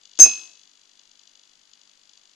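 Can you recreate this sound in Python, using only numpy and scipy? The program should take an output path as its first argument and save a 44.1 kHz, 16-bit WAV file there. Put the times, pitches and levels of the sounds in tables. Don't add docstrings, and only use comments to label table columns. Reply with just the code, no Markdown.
import sys
import numpy as np
from scipy import signal
from scipy.fft import rfft, irfft
from scipy.io import wavfile

SR = 44100
rng = np.random.default_rng(int(sys.argv[2]) if len(sys.argv) > 2 else 0)


def file_out(sig):
    cols = np.atleast_2d(sig).T
    lim = np.clip(cols, -1, 1)
    pcm = np.round(lim * 32767).astype(np.int16)
    wavfile.write(sys.argv[1], SR, pcm)


N = 103635
TIME = np.arange(N) / SR
SERVO_PERIOD_S = .02
BACKGROUND_RIGHT_DB = -7

# (time [s], high ring level [dB], low ring level [dB], knock level [dB])
HITS = [(.189, -16.5, -36.5, -3.5), (0.1967, -9, -30.5, -2), (.1975, -9, -33.5, -4.5),
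        (0.2019, 2.5, -35, -3), (.214, 3, -36.5, -4), (.231, 2.5, -22.5, -7), (.238, -4, -22.5, -8.5),
        (.254, -19, -27, -5), (0.261, -26.5, -38, -4), (.277, -23.5, -38, -18)]
# (pitch [Hz], level [dB], fade time [s], right minus left [dB])
RING_TONES = [(2553, -1, 0.42, -6.5), (2646.4, -8, 0.48, -7.5), (3960, -21, 0.73, -7.5),
              (5090, -13, .31, -7), (6065, -27, 0.25, -7), (6351, 0, .23, -1), (6787, -27, .31, -5.5),
              (8221, -29.5, .23, -3.5), (8623, -26.5, 0.2, -0.5), (11135, -27.5, .15, -4),
              (13641, -33, .07, -13)]
def mug_ring():
    times, high_db, low_db, _ = np.transpose(HITS)
    landing_s, landing_length_s, landing_loss_db = .238, .012, 13.5
    damping_db = landing_loss_db * np.clip((TIME - landing_s) / landing_length_s, 0, 1)
    right_lead_s = .000017
    out = np.zeros((2, N))
    for hz, db, t60, right_db in RING_TONES:
        if hz < 4500:
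            left = hit_envelope(times, low_db + db, fade_db(t60))
        else:
            left = hit_envelope(times, high_db + db, fade_db(t60) + damping_db)
        right = lag(left, seconds=.0077) * from_db(right_db)
        phase = 2 * np.pi * (hz * TIME + rng.random())
        out += [left * np.sin(phase), right * np.sin(phase + 2 * np.pi * hz * right_lead_s)]
    return room(out, echo_db=-30)


# (frequency [Hz], level [dB])
CLACK_SPECTRUM = [(40, -30), (150, -13.5), (300, -6), (1200, -5.5), (3000, -10), (4800, -4), (6300, 10),
                  (7400, -1), (9000, -16), (13000, -28), (17000, -46)]
def clacks():
    times, _, _, knock_db = np.transpose(HITS)
    bursts = noise(CLACK_SPECTRUM) * hit_envelope(times, knock_db - 12, fade_db(t60=.033))
    return room(stereo(bursts, right_db=-12), echo_db=-6)


# (pitch [Hz], level [dB], fade time [s])
DESK_TONES = [(226, -38, 0.18), (317, -27, 0.1), (449, -36.5, .08), (615, -31.5, 0.11), (684, -29.5, .1),
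              (791, -31.5, 0.08), (1575, -44, .05)]
def desk_thuds():
    times, _, _, knock_db = np.transpose(HITS)
    thuds = np.zeros(N)
    for hz, db, t60 in DESK_TONES:
        tone = np.sin(2 * np.pi * (hz * TIME + rng.random()))
        thuds += tone * hit_envelope(times, knock_db + db, fade_db(t60))
    bass_cut = signal.butter(2, 150, "high", fs=SR, output="sos")
    return room(stereo(signal.sosfilt(bass_cut, thuds), right_db=-12), echo_db=-18.5)


# (time after the main tick [s], level [dB], right minus left [dB])
PULSE_TICKS = [(-.002, -6, -12), (0, 0, -12), (.0104, -17, 0)]
# (time [s], level [dB])
TWITCHES = [(0.0543, -33), (0.1341, -34.5), (0.594, -37), (0.6345, -37), (0.9941, -34.5), (1.1139, -35.5),
            (1.1543, -39), (1.1942, -35), (1.2341, -39.5), (1.274, -34), (1.3538, -36.5), (1.3942, -38),
            (1.4341, -37.5), (1.734, -34), (1.8138, -39.5), (2.0941, -35.5), (2.134, -37), (2.174, -35),
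            (2.2538, -39.5)]
def servos():
    peak_s, peak_db, rise_db_per_s, fall_db_per_s = .28, 20, 114, 80.5
    below_peak_db = np.maximum(rise_db_per_s * (peak_s - TIME), fall_db_per_s * (TIME - peak_s))
    effort = 1 + from_db(peak_db - below_peak_db)
    pulse_times = np.arange(.0143, N / SR, SERVO_PERIOD_S)
    kicks = from_db(-47) * np.interp(pulse_times, TIME, effort)
    for time, db in TWITCHES:
        nearest = np.argmin(abs(pulse_times - time))
        kicks[nearest] = from_db(db - 5)
    out = stereo(gear_whirr(effort), BACKGROUND_RIGHT_DB)
    for delay, db, right_db in PULSE_TICKS:
        gains = kicks * from_db(db + rng.standard_normal(len(kicks)))
        out += stereo(gear_ticks(pulse_times + delay, gains), right_db)
    treble_only = signal.butter(8, (2400, 7200), "band", fs=SR, output="sos")
    return room(signal.sosfilt(treble_only, out), echo_db=-14.5)


# (pitch [Hz], level [dB])
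GEAR_TONES = [(2950, -1.5), (3420, 1.5), (4040, 0.5), (4480, -1), (4800, 3), (5550, -4), (6020, -2),
              (6660, 1), (7050, -0.5)]
def gear_ticks(times, gains, kinds=4, rise_s=.0009):
    t = TIME[TIME < SERVO_PERIOD_S]
    shape = fade(t60=.012)[:len(t)] * np.minimum(t / rise_s, 1)
    kind_of_tick = rng.integers(0, kinds, len(times))
    out = np.zeros(N)
    for kind in range(kinds):
        ring = sum(from_db(db) * np.sin(2 * np.pi * (hz * t + rng.random())) for hz, db in GEAR_TONES)
        tick = ring / ring.std() * shape / shape.max()
        out += play_through(clicks(times, gains * (kind_of_tick == kind)), tick)
    return out


def gear_whirr(effort):
    return noise(GEAR_TONES) * effort ** .24 * from_db(-65)


# (frequency [Hz], level [dB])
HISS_SPECTRUM = [(30, 1), (70, -24), (150, -6), (260, 0.5), (450, -4.5), (1300, -1.5), (2400, -0.5),
                 (7200, -1.5), (7900, -8.5), (12000, -21), (15000, -53)]
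def hiss():
    left, right = noise(HISS_SPECTRUM), noise(HISS_SPECTRUM)
    return from_db(-61) * np.array([left, right * from_db(BACKGROUND_RIGHT_DB)])


def room(x, echo_db):
    tails = rng.standard_normal((2, N)) * fade(t60=.62) * np.minimum(TIME / .01, 1)
    echo = [play_through(side, tail / np.linalg.norm(tail)) for side, tail in zip(x, tails)]
    return x + from_db(echo_db) * np.array(echo)


def hit_envelope(times, levels_db, loss_db, contact_s=.0005):
    db_to_log = np.log(10) / 10
    added_db = levels_db + np.interp(times, TIME, loss_db)
    total_db = np.logaddexp.accumulate(added_db * db_to_log) / db_to_log
    last_hit = np.searchsorted(times, TIME) - 1
    struck = last_hit >= 0
    envelope = np.zeros(N)
    envelope[struck] = from_db(total_db[last_hit[struck]] - loss_db[struck])
    return lag(envelope + 1e-18, contact_s)


def fade_db(t60):
    return 60 * TIME / t60


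def fade(t60):
    return from_db(-fade_db(t60))


def lag(x, seconds):
    keep = np.exp(-1 / (seconds * SR))
    return signal.lfilter([1 - keep], [1, -keep], x)


def noise(spectrum):
    hz, db = np.transpose(spectrum)
    frequencies = np.maximum(np.fft.rfftfreq(N, 1 / SR), 1)
    gains = from_db(np.interp(np.log(frequencies), np.log(hz), db))
    x = irfft(rfft(rng.standard_normal(N)) * gains, N)
    return x / x.std()


def clicks(times, gains):
    out = np.zeros(N + SR)
    np.add.at(out, (np.maximum(times, 0) * SR).astype(int), gains)
    return out[:N]


def play_through(x, response):
    return signal.fftconvolve(x, response)[:N]


def stereo(x, right_db):
    return np.array([x, x * from_db(right_db)])


def from_db(db):
    return 10 ** (np.asarray(db) / 20)


def scene():
    return mug_ring() + clacks() + desk_thuds() + servos() + hiss()


def record(dry):
    clipped = np.clip(dry, -.87, .87)
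    treble_cut = signal.cheby2(12, 45, 16500, fs=SR, output="sos")
    return signal.sosfilt(treble_cut, clipped)


dry = scene()
out = record(dry)
file_out(out)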